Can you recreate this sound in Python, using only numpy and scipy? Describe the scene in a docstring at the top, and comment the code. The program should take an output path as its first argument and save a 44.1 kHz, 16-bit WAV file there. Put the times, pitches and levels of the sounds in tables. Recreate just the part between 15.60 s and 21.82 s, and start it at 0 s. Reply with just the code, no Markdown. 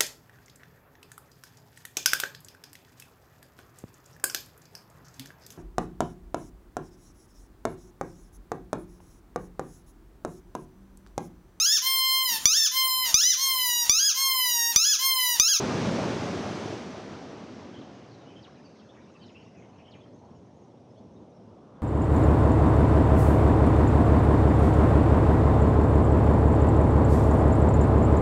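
"""A wave roars and booms close by, collapses on a sand beach and runs out in fizzing foam.
Trapped air makes the roar, large air pockets the boom, small ringing bubbles the fizz.
As the backwash trickles away, surf keeps rumbling along the shore and distant birds whistle,
rasp and twitter, echoing off buildings behind the beach. Then the next small wave starts to spill."""
import sys
import numpy as np
from scipy import signal
from scipy.fft import rfft, irfft, next_fast_len
from scipy.io import wavfile
from scipy.ndimage import uniform_filter1d, map_coordinates

SR = 44100
rng = np.random.default_rng(int(sys.argv[2]) if len(sys.argv) > 2 else 0)


def bounce(signal):
    """Save signal as a 16-bit WAV file at the path given by the first command-line argument."""
    frames = np.transpose(np.atleast_2d(signal))
    limited = np.clip(frames, -1, 1)
    pcm = np.round(limited * 32767).astype(np.int16)
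    wavfile.write(sys.argv[1], SR, pcm)


N = 274302
COLLAPSE_S = 1.122


def near_wave():
    """The wave churns at full strength, sags, collapses, runs out and soaks into the sand."""
    hold_s, collapse_length_s, soak_s = 0.19, 0.094, 2.3
    sag_db = 7 * (since(hold_s) - since(COLLAPSE_S))
    collapse_db = 3 * np.minimum(since(COLLAPSE_S) / collapse_length_s, 1)
    runout_db = 10 * since(COLLAPSE_S)
    spent_db = sag_db + collapse_db + runout_db
    return amp(-7 * since(soak_s)) * (roar(spent_db) + boom(spent_db) + foam(spent_db))


# The body of the wave: freq_hz, gain_db
ROAR_EQ = [(30, -45), (60, -18), (105, -0.5), (170, -5.5), (250, 2.5), (380, 1.5), (550, -2), (800, -4),
           (1300, -9.5), (2500, -35), (6000, -84)]
def roar(spent_db):
    """Trapped air roars and gulps in the collapsing water."""
    gulps = bubbles(count=2200, centre_hz=559, spread=1.077, cycles=1.04, scatter_db=2.5)
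    level_db = -30.5 - 0.88 * spent_db + 0.65 * wobble(14.52)
    return amp(level_db) * coloured(churn(patchy_db=-1.9) + amp(-13.5) * gulps, ROAR_EQ)


# The low end of the wave: freq_hz, gain_db
BOOM_EQ = [(25, -38), (38, -37), (52, -18), (75, -7), (110, 0), (145, 1.5), (215, 4), (290, -14),
           (600, -9.5), (1500, -59.5), (9000, -100)]
def boom(spent_db):
    """Large air pockets swell as the heaviest water plunges; they break up first, so the boom dies fast."""
    plunge_db = 2.5 * swell(peak_s=0.29, rise_s=0.06, fall_s=0.06)
    return amp(-31.5 + plunge_db - 1.75 * spent_db) * coloured(churn(patchy_db=-1.0), BOOM_EQ)


# Bright, fresh foam: freq_hz, gain_db
FOAM_EQ = [(40, -60), (300, -25), (900, 0), (1500, 3.5), (2500, 1), (4000, -3), (6100, -4), (7300, -13.5),
           (10000, -27), (12500, -36.5), (13600, -44), (14600, -58)]
def foam(spent_db):
    """Small bubbles fizz up the sand, turning duller as the finest spray settles after the collapse."""
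    fizz = bubbles(count=6000, centre_hz=3310, spread=1.0, cycles=10.3, scatter_db=3.5)
    fresh = coloured(churn(patchy_db=0.5) + amp(-18.5) * fizz, FOAM_EQ)
    settled = filtered(fresh, lambda hz: 1 / np.sqrt(1 + (hz / 7200) ** 10))
    spray = amp(-10 * since(COLLAPSE_S))
    level_db = -38.5 - spent_db + 0.3 * wobble(13.76)
    return amp(level_db) * (spray * fresh + (1 - spray) * settled)


# Thin water running over sand: freq_hz, gain_db
BACKWASH_EQ = [(60, -50), (550, -19), (820, -2), (1400, -4), (2200, -11), (4000, -12), (5600, -7),
               (9000, -30), (13000, -56)]
def backwash(drain_s=3.55, drain_db_per_s=7.5):
    """The spent water trickles back down the sand and drains away."""
    trickle = bubbles(count=1500, centre_hz=1499, spread=0.457, cycles=10.0, scatter_db=4)
    water = coloured(churn(patchy_db=3.5) + amp(-5.0) * trickle, BACKWASH_EQ)
    return amp(-66.5 - drain_db_per_s * since(drain_s)) * water


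# The low bed of surf: freq_hz, gain_db
RUMBLE_EQ = [(25, -37), (42, -45), (65, -10.5), (105, 2), (160, -1), (215, 2.5), (300, -2.5), (420, -7),
             (700, -18), (1500, -65), (9000, -100)]
# Farther breakers landing: peak_s, level_db
BREAKER_THUMPS = [(2.21, -45), (2.52, -51.5), (3.05, -62), (4.02, -52), (4.51, -50), (4.77, -49.5),
                  (5.06, -55), (5.45, -54), (5.63, -54)]
def surf_rumble(settled_s=2.92):
    """Breakers rumble and thump along the shore, louder at first while the same wave breaks farther off."""
    bed = amp(-53 + 4 * until(settled_s) + 0.27 * wobble(26))
    thumps = sum(amp(db) * swell(peak_s, rise_s=0.06, fall_s=0.065) for peak_s, db in BREAKER_THUMPS)
    return np.hypot(bed, thumps) * coloured(churn(patchy_db=1.0), RUMBLE_EQ)


# The midrange rush of surf: freq_hz, gain_db
SPILL_EQ = [(40, -56), (150, -19.5), (400, 4), (650, 2.5), (1000, -5.5), (1400, -20), (2200, -36),
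            (5000, -49), (14000, -68)]
def surf_spill(settled_s=2.37, next_wave_s=5.3):
    """Spilling crests ease to a steady rush, then build slowly with the next wave."""
    level_db = -58 + 9.5 * until(settled_s) + 2.6 * since(next_wave_s) + 0.4 * wobble(11)
    return amp(level_db) * coloured(churn(patchy_db=1.5), SPILL_EQ)


# The hollow tone of a slosh: freq_hz, gain_db
SLOSH_EQ = [(100, -50), (450, -3.5), (820, 3.5), (1100, -6), (1500, -19), (3000, -42), (9000, -100)]
# Small crests tipping over: peak_s, half_length_s, level_db
CREST_SLOSHES = [(2.68, 0.17, -61), (3.356, 0.035, -59.5), (3.635, .07, -64), (4.13, 0.11, -61),
                 (4.404, 0.038, -60), (4.643, 0.048, -59.5), (4.73, 0.04, -59), (5.05, 0.12, -66)]
def sloshes():
    """Small crests slosh over along the shore, each a short swell of noise."""
    envelope = sum(amp(db) * swell(peak_s, half_s, half_s) for peak_s, half_s, db in CREST_SLOSHES)
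    return envelope * coloured(churn(patchy_db=2.0), SLOSH_EQ)


# The muffled hiss of the incoming crest: freq_hz, gain_db
CREST_EQ = [(40, -60), (250, -10), (480, 1), (800, -1), (1200, 0), (1450, -9), (2000, -22), (4000, -35),
            (9000, -70)]
def next_crest(arrival_s=6.22, rise_db_per_s=30):
    """The next wave starts to foam, still dull with distance."""
    return amp(-57 - rise_db_per_s * until(arrival_s)) * coloured(churn(patchy_db=1.5), CREST_EQ)


# The main call, a warbled whistle and a steep downward sweep (levels before the mix):
# start_s, length_s, pitch_hz, warble_depth_hz, whistle_db, sweep_start_s, top_hz, end_hz, sweep_db
BIRD_CALLS = [ (2.132, 0.068, 3095, 130, -57.5, 2.205, 4400, 2600, -59.5),
              (2.753, 0.05, 3090, 100, -58.5, 2.822, 5540, 2100, -57.8),
              (3.6, 0.064, 3040, 30, -62, 3.677, 4220, 2140, -62),
              (4.243, 0.066, 2990, 90, -61.5, 4.308, 5120, 1700, -59.5)]
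# Short clear notes (levels before the mix): start_s, length_s, pitch_hz, slide_hz, arch_hz, level_db
BIRD_PIPS = [ (2.647, 0.089, 2960, 200, 100, -64), (3.043, .038, 4560, -300, 70, -63.5),
             (3.287, .027, 3480, 290, 50, -62), (3.547, 0.031, 2660, -150, 50, -62),
             (3.746, 0.04, 2804, 200, -150, -54.5), (3.786, 0.037, 2965, 2, 50, -63),
             (4.404, 0.02, 3360, -120, 0, -65.5), (4.430, 0.024, 3170, 100, 0, -68),
             (4.535, .03, 6200, 400, 50, -77), (4.745, 0.037, 5530, 150, 50, -78),
             (5.285, .04, 5200, -200, 50, -77), (5.353, .05, 3360, 350, -80, -74),
             (5.370, 0.032, 4330, 100, 50, -77), (5.558, 0.023, 3720, -100, 50, -73),
             (5.750, .04, 5500, -200, 50, -77), (5.875, 0.032, 5060, 0, 50, -81),
             (6.155, .028, 3500, -100, 50, -75)]
# Falling notes, mostly hoarse (levels before the mix):
# start_s, length_s, top_hz, drop_octaves, level_db, rasp_0_to_1
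BIRD_SLURS = [ (2.503, 0.069, 4650, 0.31, -66, 0.5), (2.585, .07, 3950, .15, -70, .3),
              (2.695, .05, 2650, .25, -66, .4), (3.132, 0.096, 4700, 0.45, -68.5, 1),
              (3.340, 0.022, 2950, .25, -68, .4), (3.362, .04, 2050, 0.31, -61, 0.52),
              (3.612, 0.048, 4850, 0.4, -62, .32), (3.648, 0.039, 5500, .2, -68, 0.8),
              (3.814, .045, 2850, .2, -68, .6), (3.946, 0.071, 2680, 0.25, -65.5, 0.44),
              (4.007, 0.052, 2400, .4, -66, .9), (4.182, 0.045, 2900, 0.43, -64, 0.5)]
def songbird(sweep_octaves_per_s=25):
    """The nearest bird repeats its whistle-and-sweep call, with pips and hoarse slurs in between."""
    notes = [pip(*row) for row in BIRD_PIPS] + [slur(*row) for row in BIRD_SLURS]
    for start_s, length_s, hz, warble_hz, whistle_db, sweep_s, top_hz, end_hz, sweep_db in BIRD_CALLS:
        octaves = np.log2(top_hz / end_hz)
        notes.append(pip(start_s, length_s, hz, slide_hz=70, arch_hz=0, db=whistle_db, warble_hz=warble_hz))
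        notes.append(slur(sweep_s, octaves / sweep_octaves_per_s, top_hz, octaves, sweep_db, rasp=.6))
    return whistles(notes)


def pip(start_s, length_s, hz, slide_hz, arch_hz, db, warble_hz=0, rasp=.2):
    """A clear note that slides through its pitch in an arch or a dip."""
    glide_hz = hz - (slide_hz + arch_hz) / 2, hz + arch_hz / 2, hz + (slide_hz - arch_hz) / 2
    return start_s, length_s, glide_hz, db, rasp, warble_hz


def slur(start_s, length_s, top_hz, octaves, db, rasp):
    """A note that drops evenly through its interval."""
    glide_hz = top_hz, top_hz / 2 ** (octaves / 2), top_hz / 2 ** octaves
    return start_s, length_s, glide_hz, db, rasp, 0


def whistles(notes, warbles_per_s=35):
    """Sines glide through a start, middle and end pitch; fast flutter smears the harsh ones into a rasp."""
    song = np.zeros(N + SR)
    for start_s, length_s, glide_hz, db, rasp, warble_hz in notes:
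        size = int(length_s * SR)
        progress = np.linspace(0, 1, size)
        glide = np.polyval(np.polyfit([0, .5, 1], glide_hz, 2), progress)
        warble = -warble_hz * np.cos(2 * np.pi * warbles_per_s * length_s * progress)
        hz = glide + warble + rasp * 520 * wobble(1100, size)
        # louder at the top of each warble, so the whistle breaks into syllables
        tremolo_db = .025 * warble + 4 * rasp * wobble(300, size)
        envelope = np.abs(np.sin(np.pi * progress)) ** .6 * amp(tremolo_db)
        tone = np.sin(2 * np.pi * np.cumsum(hz) / SR)
        song[round(start_s * SR):][:size] += amp(db) * unit(envelope * tone)
    return song[:N]


# Bouts of far chirping (levels before the mix):
# start_s, end_s, chirp_count, pitch_hz, log_pitch_spread, loudest_db, fade_db_per_s
TWITTER_BOUTS = [ (2.3, 4.45, 76, 2150, .42, -69.5, 0), (2.3, 3.9, 40, 3400, .32, -72, 0),
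                 (2.2, 4.0, 100, 5650, .17, -73.7, 0), (4.0, 6.1, 72, 5800, .13, -74.5, 3.7),
                 (4.0, 5.2, 36, 2700, .5, -75.5, 3), (5.1, 6.1, 12, 3000, .4, -81, 0)]
def twitter(rasp=.33):
    """Farther birds scatter faint, short chirps of random pitch, slant and strength."""
    flock = np.zeros(N)
    for start_s, end_s, count, centre_hz, spread, loudest_db, fade_db_per_s in TWITTER_BOUTS:
        jitter, length, pitch, slant, softness = rng.random((count, 5)).T
        onset_s = start_s + (end_s - start_s) * (np.arange(count) + jitter) / count
        length_s = .016 + .03 * length
        hz = centre_hz * np.exp(spread * (2 * pitch - 1))
        bend_hz = 0.16 * (slant - .5) * hz
        glides_hz = zip(hz + bend_hz, hz, hz - bend_hz)
        level_db = loudest_db - 7 * softness - fade_db_per_s * (onset_s - start_s)
        flock += whistles((*chirp, rasp, 0) for chirp in zip(onset_s, length_s, glides_hz, level_db))
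    return flock


def facades(x, t60_s, echo_db):
    """The buildings behind the beach return a few early echoes and a soft tail."""
    t = np.arange(SR) / SR
    tail = rng.standard_normal(SR) * amp(-60 * t / t60_s) * (1 - np.exp(-t / 0.076))
    tail /= np.linalg.norm(tail)
    echo_s = rng.uniform(.003, .025, size=6)
    tail[(echo_s * SR).astype(int)] += amp(echo_db)
    return signal.fftconvolve(x, tail)[:N]


# Open-air ambience: freq_hz, gain_db
AIR_EQ = [(500, 11), (1800, 5.5), (3500, 5.5), (4600, 0.5), (6000, 2.5), (7300, -6.5), (10000, -13),
          (13000, -42)]
def air():
    """A faint, steady hiss over the open beach."""
    return amp(-72.5) * coloured(churn(patchy_db=0.0), AIR_EQ)


def churn(patchy_db):
    """White noise whose gain drifts in patches of time and frequency."""
    spectrogram = signal.stft(rng.standard_normal(N), nperseg=1024)[2]
    patches = rng.standard_normal(spectrogram.shape)
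    for axis in (0, 1):
        patches = uniform_filter1d(patches, size=7, axis=axis)
    return unit(signal.istft(spectrogram * amp(patchy_db * unit(patches)), nperseg=1024)[1][:N])


def bubbles(count, centre_hz, spread, cycles, scatter_db):
    """A cloud of damped rings: a few loud among many quiet, each rising a little in pitch."""
    when, pitch, size = rng.random((count, 3)).T
    hz = centre_hz * np.exp(spread * (2 * pitch - 1))
    gain = amp(-scatter_db * np.log(1 - size * .99))
    turns = hz[:, None] * np.arange(700) / SR
    age = turns / cycles
    rings = gain[:, None] * np.exp(-age) * np.sin(2 * np.pi * turns * (1 + .02 * age))
    samples = (when * N).astype(int)[:, None] + np.arange(turns.shape[1])
    return unit(np.bincount(samples.ravel(), rings.ravel(), N)[:N])


def coloured(x, eq):
    """x through an EQ curve drawn on a log frequency axis, at rms 1."""
    freq_hz, gain_db = np.transpose(eq)
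    return unit(filtered(x, lambda hz: amp(np.interp(np.log(hz + 1), np.log(freq_hz), gain_db))))


def filtered(x, response):
    """x through a filter whose gain is response(hz)."""
    size = next_fast_len(N + 8192)
    return irfft(rfft(x, size) * response(np.fft.rfftfreq(size, 1 / SR)), size)[:N]


def wobble(knots_per_s, size=N):
    """A smooth random curve."""
    knots = rng.standard_normal(int(size * knots_per_s / SR) + 4)
    return map_coordinates(knots, [np.arange(size) * knots_per_s / SR])


def swell(peak_s, rise_s, fall_s):
    """A bell-shaped envelope that peaks at 1."""
    return np.exp(-(until(peak_s) / rise_s) ** 2 - (since(peak_s) / fall_s) ** 2)


def since(s):
    """Seconds gone by since s at each sample, 0 before it."""
    return np.maximum(np.arange(N) / SR - s, 0)


def until(s):
    """Seconds left until s at each sample, 0 after it."""
    return np.maximum(s - np.arange(N) / SR, 0)


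def amp(db):
    """Decibels to gain."""
    return 10 ** (np.asarray(db) / 20)


def unit(x):
    """Scale to rms 1."""
    return x / np.sqrt(np.mean(x ** 2) + 1e-20)


def scene():
    """Water, air and birds in mono; the farther birds carry more reflection."""
    beach = near_wave() + backwash() + surf_rumble() + surf_spill() + sloshes() + next_crest() + air()
    flock = twitter()
    song = songbird()
    near_bird = amp(-2.3) * song + amp(-11) * facades(song, t60_s=.36, echo_db=-7)
    far_birds = amp(-2) * flock + amp(-7) * facades(flock, t60_s=.4, echo_db=-9)
    return (beach + near_bird + far_birds)[None]


def record(dry):
    """A brick-wall high cut takes off the very top."""
    return filtered(dry[0], lambda hz: hz < 14600)[None]


dry = scene()
out = record(dry)
bounce(out)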